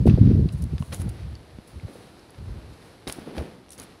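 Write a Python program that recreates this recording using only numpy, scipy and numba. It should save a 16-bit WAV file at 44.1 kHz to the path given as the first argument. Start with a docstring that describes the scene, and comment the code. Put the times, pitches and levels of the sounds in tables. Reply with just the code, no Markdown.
"""Turning on loose slate

An angler turns round on a bank of loose slate, rods in hand, heard from a camera worn on the body.
Turbulent air buffets the microphone, hardest at first. Stones grind and knock underfoot, jacket sleeves
swish by stick-slip friction, and rod and line tick in the fingers, over a soft outdoor hiss."""
import sys
import numpy as np
from scipy import signal
from scipy.fft import rfft, irfft
from scipy.io import wavfile
from scipy.ndimage import uniform_filter1d
from numba import njit

SR = 44100
rng = np.random.default_rng(int(sys.argv[2]) if len(sys.argv) > 2 else 0)


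def unload_audio(sound):
    """Save the sound as a 16-bit wav file, at the path given as the first command line argument."""
    columns = np.transpose(np.atleast_2d(sound))
    # keep every value between -1 and 1, then stretch to whole-number steps
    steps = np.round(np.clip(columns, -1, 1) * 32767)
    wavfile.write(sys.argv[1], SR, steps.astype(np.int16))


N = 176400


# strength of the buffeting: time_s, level_db
WIND_LEVEL = [(0, -16.5), (.045, -26), (.07, -10.5), (.1, -12.5), (.165, -26), (.22, -16), (.31, -16),
              (.45, -19), (.5, -33.5), (.55, -27.5), (.58, -34), (.635, -23), (.7, -36.5), (.74, -20.5),
              (.78, -40.5), (.83, -29), (.86, -59), (.89, -33), (.97, -40), (1.01, -30), (1.085, -28),
              (1.11, -35), (1.185, -41.5), (1.26, -33), (1.35, -51), (1.47, -56), (1.7, -63)]
# response of the microphone port: frequency_hz, gain_db
PORT_RESPONSE = [(28, -45), (45, -13.5), (65, 0), (130, 0), (250, -1), (500, 0.5), (1000, -1.5)]

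def wind():
    """Turbulent pressure at the microphone: a rumble whose bandwidth grows with its strength."""
    full_corner_hz, full_db, octaves_per_db = 237, -11.5, .04
    level_db = curve(WIND_LEVEL)
    relative_db = np.maximum(level_db - full_db, -28)  # weaker wind gets no duller
    corner_hz = full_corner_hz * 2 ** (octaves_per_db * relative_db)
    rumble = rng.standard_normal(N)
    for damping in (1.2, 1.73):
        rumble = state_variable_filter(rumble, corner_hz, damping)[0]
    return steady(colour(rumble, PORT_RESPONSE)) * undb(level_db)


# single eddies striking the microphone: centre_s, peak_db, frequency_hz
EDDY_PULSES = [(.058, -6.5, 290), (0.072, -7, 258), (.075, -13, 496), (0.099, -22, 200), (0.141, 0, 115),
               (.177, -20.5, 436), (.185, -12, 302), (0.215, -0.5, 132), (0.23, -7.5, 184),
               (0.262, -3.5, 151), (0.277, -6, 210), (0.314, -7.5, 220), (.356, -26, 374),
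               (0.395, -12, 230), (.458, -14.5, 215), (0.55, -16.5, 100), (0.644, -36, 130),
               (0.808, -14.5, 125), (0.999, -20.5, 110), (1.065, -20, 130), (1.082, -15, 110)]

def eddies():
    """A passing vortex is a pressure pulse with a dip on either side (a Ricker wavelet)."""
    out = np.zeros(N)
    for centre_s, peak_db, hz in EDDY_PULSES:
        offset_squared = np.minimum((np.pi * hz * (clock() - centre_s)) ** 2, 100)
        out += undb(peak_db) * (1 - 2 * offset_squared) * np.exp(-offset_squared)
    return out


# light puffs of air: centre_s, width_s, level_db
PUFF_SWELLS = [(1.22, .04, -36.5), (1.284, 0.022, -45), (1.331, 0.053, -36), (1.396, 0.026, -45.5),
               (1.544, 0.034, -42), (1.764, 0.036, -33.5), (1.846, 0.019, -28), (2.412, 0.043, -35),
               (2.498, 0.065, -31.5), (2.573, 0.023, -34), (2.67, 0.078, -41.5), (3.399, 0.033, -28.5)]
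# spectrum of a puff: frequency_hz, gain_db
PUFF_SPECTRUM = [(28, -41), (45, -9.5), (65, 2), (90, -2), (130, -11.5), (200, -21.5), (400, -35),
                 (1000, -80)]

def puffs():
    """Weak turbulence holds its energy in the bass; each puff swells and fades as a Gaussian."""
    rumble = colour(rng.standard_normal(N), PUFF_SPECTRUM)
    swell = sum(undb(level_db) * np.exp(-2 * ((clock() - centre_s) / width_s) ** 2)
                for centre_s, width_s, level_db in PUFF_SWELLS)
    return steady(rumble) * swell


# stones shifting underfoot: start_s, attack_s, decay_s, level_db
SLATE_SHIFTS = [(.917, 0.013, 0.047, -34.5), (.96, 0.037, 0.47, -42.5), (1.25, 0.023, 0.08, -55),
                (1.86, 0.023, 0.12, -45), (1.95, 0.007, 0.15, -48), (2.42, 0.16, .3, -50),
                (3.068, 0.0024, 0.048, -30.5), (3.13, 0.044, 0.4, -43.5), (3.258, 0.017, 0.14, -36.5),
                (3.32, 0.053, 0.21, -33), (3.76, 0.02, 0.17, -50.5)]
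# spectrum of grinding slate: frequency_hz, gain_db
SLATE_SPECTRUM = [(80, -18.5), (200, -2), (450, -8), (700, -16), (1100, -22), (2500, -28.5), (5000, -37),
                  (7500, -51), (10000, -39), (15000, -58)]

def grinding():
    """Granular friction: dense tiny impacts between loaded stones merge into a crunch."""
    return colour(grains(per_s=1800, scatter_db=4), SLATE_SPECTRUM) * bursts(SLATE_SHIFTS)


# stone striking packed ground: start_s, peak_db, pitch_hz
STONE_KNOCKS = [(1.586, -27.5, 192), (1.882, -33, 494), (1.955, -34.5, 500), (3.077, -32, 292),
                (3.094, -27.5, 263), (3.185, -25.5, 260), (3.185, -36, 690), (3.275, -26.5, 435),
                (3.381, -26, 474), (3.386, -26, 656), (3.411, -26.5, 420)]

def knocks(t60_s=.02, contact_s=.00065):
    """A soft impact excites one heavily damped mode, heard as a dull knock."""
    out, t = np.zeros(N), np.arange(SR // 10) / SR
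    rise = 1 - np.exp(-(t / contact_s) ** 2)
    for start_s, peak_db, pitch_hz in STONE_KNOCKS:
        add(out, start_s, np.sin(2 * np.pi * pitch_hz * t) * fade(t, t60_s) * rise, peak_db)
    return out


# rubs of sleeve and hand: start_s, attack_s, decay_s, level_db
SCRAPE_STROKES = [(.062, 0.0063, 0.18, -38.5), (.13, 0.18, 0.12, -46.5), (.918, 0.011, 0.032, -32.5),
                  (.99, 0.012, 0.12, -50.5), (1.016, .002, 0.0067, -46), (1.1, 0.1, 0.25, -51),
                  (3.073, 0.0013, 0.072, -35), (3.096, 0.00076, 0.0051, -28), (3.11, 0.0079, 0.48, -47.5),
                  (3.35, 0.026, .09, -48), (3.38, 0.00087, 0.013, -33.5), (3.78, 0.013, .1, -44.5),
                  (3.8, 0.028, 0.11, -50)]
# spectrum of coarse rubbing: frequency_hz, gain_db
SCRAPE_SPECTRUM = [(200, 14.5), (500, 7.5), (1200, 4.5), (2500, 1), (4400, -1), (6000, -8), (7700, -32.5),
                   (10000, -16), (15000, -62)]

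def scrapes():
    """Stick-slip friction: cloth catches and releases in tiny clicks that form a coarse scrape."""
    return colour(grains(per_s=3500, scatter_db=1.5), SCRAPE_SPECTRUM) * bursts(SCRAPE_STROKES)


# slides of nylon and line: start_s, attack_s, decay_s, level_db
SWISH_STROKES = [(.06, 0.0074, 0.041, -45), (.521, 0.0043, 0.044, -50), (.56, 0.018, 0.15, -59.5),
                 (.619, 0.002, .015, -43), (.638, 0.0022, 0.0041, -40), (.78, 0.017, 0.6, -57),
                 (.921, 0.0092, 0.088, -41.5), (.98, 0.043, 0.011, -46.5), (1.088, .005, .012, -44),
                 (1.67, 0.0062, 0.11, -56.5), (1.87, 0.064, 0.33, -61), (2.8, 0.065, 0.065, -64.5),
                 (3.074, 0.0077, .04, -36), (3.11, 0.0076, 0.15, -49), (3.35, .03, 0.099, -53.5),
                 (3.712, 0.0087, 0.056, -46), (3.777, .008, 0.065, -48.5), (3.796, .004, 0.014, -41),
                 (3.815, 0.021, 0.021, -47.5)]
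# spectrum of sliding nylon: frequency_hz, gain_db
SWISH_SPECTRUM = [(1500, -23.5), (4000, -10.5), (5800, -10), (7500, -12), (9200, -4.5), (10500, -2),
                  (12500, -17), (15500, -15)]

def swishes():
    """Stick-slip friction on nylon and line: denser, brighter clicks blend into a swish."""
    return colour(grains(per_s=5000, scatter_db=5), SWISH_SPECTRUM) * bursts(SWISH_STROKES)


# contacts of rod, line and stone chips: start_s, peak_db, pitch_hz, t60_s
TICK_CONTACTS = [(0.077, -32, 2580, .02), (.097, -25.5, 2640, 0.025), (.488, -35, 4020, .02),
                 (0.491, -35, 2720, 0.024), (.781, -30.5, 3020, .02), (.784, -43, 4140, 0.027),
                 (0.824, -29.5, 1090, .03), (0.824, -31, 2900, 0.011), (.945, -25, 10500, 0.009),
                 (1.017, -31, 10470, 0.011), (1.017, -34, 1200, .014), (1.353, -36.5, 4550, 0.022),
                 (1.586, -41, 2500, .012), (1.798, -40, 2200, .016), (2.194, -45.5, 5400, .016),
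                 (2.305, -43, 10800, .014), (2.731, -56, 7000, 0.058), (3.075, -22, 3720, 0.012),
                 (3.098, -24, 3300, 0.011), (3.124, -20.5, 9500, 0.013), (3.124, -33, 4400, .022),
                 (3.381, -30.5, 3260, 0.0093), (3.691, -44, 8850, 0.021), (3.705, -33.5, 9000, 0.026),
                 (3.721, -37, 9660, 0.032), (3.731, -39, 5700, .022), (3.779, -36.5, 6450, .014),
                 (3.799, -36, 6570, .014), (3.798, -29, 10250, .016), (3.818, -32.5, 10300, 0.0098)]
# resonances of a tick: pitch_ratio, gain_db, t60_ratio
TICK_RESONANCES = [(.66, -7.5, 0.31), (.93, -16, 0.56), (1, -3, 0.75), (1.13, -6, 0.46), (1.45, -27, .5)]

def ticks(rise_s=.00048, contact_s=.0006, crack_db=-9, crack_t60_s=.012):
    """Modal ringing: a brief rough contact excites a few modes, with a crack of noise near their pitch."""
    out, t = np.zeros(N), np.arange(SR // 20) / SR
    rise = 1 - np.exp(-t / rise_s)
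    # the microphone rolls off the ticks' highest treble
    rolloff = signal.butter(6, 11200, fs=SR, output="sos")
    for start_s, peak_db, pitch_hz, t60_s in TICK_CONTACTS:
        roughness, crack = rng.standard_normal((2, len(t)))
        force = roughness * rise * np.exp(-t / contact_s)
        modes = sum(undb(gain_db) * np.sin(2 * np.pi * pitch_hz * ratio * t) * fade(t, t60_s * t60_ratio)
                    for ratio, gain_db, t60_ratio in TICK_RESONANCES)
        ring = signal.fftconvolve(modes, force)[:len(t)]
        for _ in range(2):
            crack = state_variable_filter(crack, np.full(len(t), float(pitch_hz)), 1.2)[1]
        crack = crack * rise * fade(t, crack_t60_s)
        tick = ring / np.abs(ring).max() + undb(crack_db) * crack / np.abs(crack).max()
        add(out, start_s, signal.sosfilt(rolloff, tick), peak_db)
    return out


# spectrum of the outdoor hiss: frequency_hz, gain_db
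HISS_SPECTRUM = [(18, -52), (30, -16.5), (59, -4.5), (140, -3), (219, -6), (249, -5), (379, -4),
                 (410, -7.5), (455, -6), (639, -10), (1360, -17), (3320, -23), (4190, -20.5), (7080, -34),
                 (10700, -28.5), (15500, -52)]
# strength of the hiss: time_s, level_db
HISS_LEVEL = [(0, -49), (1.3, -50.5), (1.5, -53), (2, -47.5), (2.25, -51.5), (2.7, -50), (2.85, -49),
              (3.03, -52), (3.5, -51), (3.65, -55.5), (3.9, -48.5), (4, -52.5)]

def air(flicker_db=.65, grit_db=-62.5):
    """Ambient noise: a broadband hiss whose level flickers a little, with stray clicks of grit."""
    knots_s = np.linspace(0, N / SR, 80)
    flicker = np.interp(clock(), knots_s, rng.standard_normal(len(knots_s)))
    hiss = colour(rng.standard_normal(N), HISS_SPECTRUM) * undb(curve(HISS_LEVEL) + flicker_db * flicker)
    grit = colour(grains(per_s=120, scatter_db=5), SCRAPE_SPECTRUM)
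    return hiss + undb(grit_db) * grit


def undb(db):
    """Decibels to amplitude ratio."""
    return 10 ** (np.asarray(db) / 20)


def unit(x):
    """Normalisation to rms 1."""
    return x / np.sqrt(np.mean(x ** 2))


def clock():
    """Time of each sample in seconds."""
    return np.arange(N) / SR


def curve(rows):
    """Linear interpolation through rows of time_s, value."""
    return np.interp(clock(), *np.array(rows).T)


def fade(t, t60_s):
    """Exponential decay of 60 dB in t60_s."""
    return np.exp(-np.log(1000) * t / t60_s)


def colour(x, spectrum):
    """Spectral shaping by rows of frequency_hz, gain_db; the result has rms 1."""
    hz, db = np.array(spectrum).T
    bins_hz = np.maximum(np.arange(N // 2 + 1) * SR / N, 1)
    gain = undb(np.interp(np.log(bins_hz), np.log(hz), db))
    return unit(irfft(rfft(x) * gain, N))


@njit
def state_variable_filter(x, corner_hz, damping):
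    """Two integrators in a loop with a moving corner: row 0 is low-pass, row 1 band-pass."""
    out, band_state, low_state = np.empty((2, len(x))), 0., 0.
    for i in range(len(x)):
        gain = np.tan(np.pi * corner_hz[i] / SR)
        band = (band_state + gain * (x[i] - low_state)) / (1 + gain * (gain + damping))
        low = low_state + gain * band
        band_state, low_state = 2 * band - band_state, 2 * low - low_state
        out[0, i], out[1, i] = low, damping * band
    return out


def steady(x, amount=.66):
    """Envelope compression evens out part of the chance swelling of a rumble."""
    power = uniform_filter1d(np.abs(signal.hilbert(x)) ** 2, size=900)
    return unit(x / (power + 1e-18) ** (amount / 2))


def grains(per_s, scatter_db):
    """Shot noise: tiny impacts at random times, a few larger than the rest."""
    chance, size, sign = rng.random(N), rng.exponential(size=N), rng.choice([-1, 1], N)
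    size_db = scatter_db * np.minimum(size, 3)
    return unit((chance < per_s / SR) * sign * undb(size_db))


def bursts(strokes):
    """Envelope of strokes that add in power; each rises over attack_s, then falls 20 dB per decay_s."""
    t, power = clock(), np.zeros(N)
    for start_s, attack_s, decay_s, level_db in strokes:
        rise = np.clip((t - start_s) / attack_s, 0, 1)
        fall = undb(-20 * np.maximum(t - start_s - attack_s, 0) / decay_s)
        power += (undb(level_db) * rise * fall) ** 2
    return np.sqrt(power)


def add(out, start_s, x, peak_db):
    """Mix x in at start_s, scaled to peak_db."""
    i = int(start_s * SR)
    out[i:i + len(x)] += (undb(peak_db) * x / np.abs(x).max())[:N - i]


def scene():
    """Superposition in a free field: nearby sources sum to one channel without reverberation."""
    buffeting = wind() + eddies() + puffs()
    return (buffeting + grinding() + knocks() + scrapes() + swishes() + ticks() + air())[None]


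def record(dry, low_hz=36, top_hz=15600):
    """Band limiting: the camera drops the deepest bass and cuts the highest treble."""
    bass_cut = signal.butter(4, low_hz, "high", fs=SR, output="sos")
    treble_cut = signal.ellip(10, .2, 80, top_hz, fs=SR, output="sos")
    return signal.sosfilt(treble_cut, signal.sosfilt(bass_cut, dry))


dry = scene()
out = record(dry)
unload_audio(out)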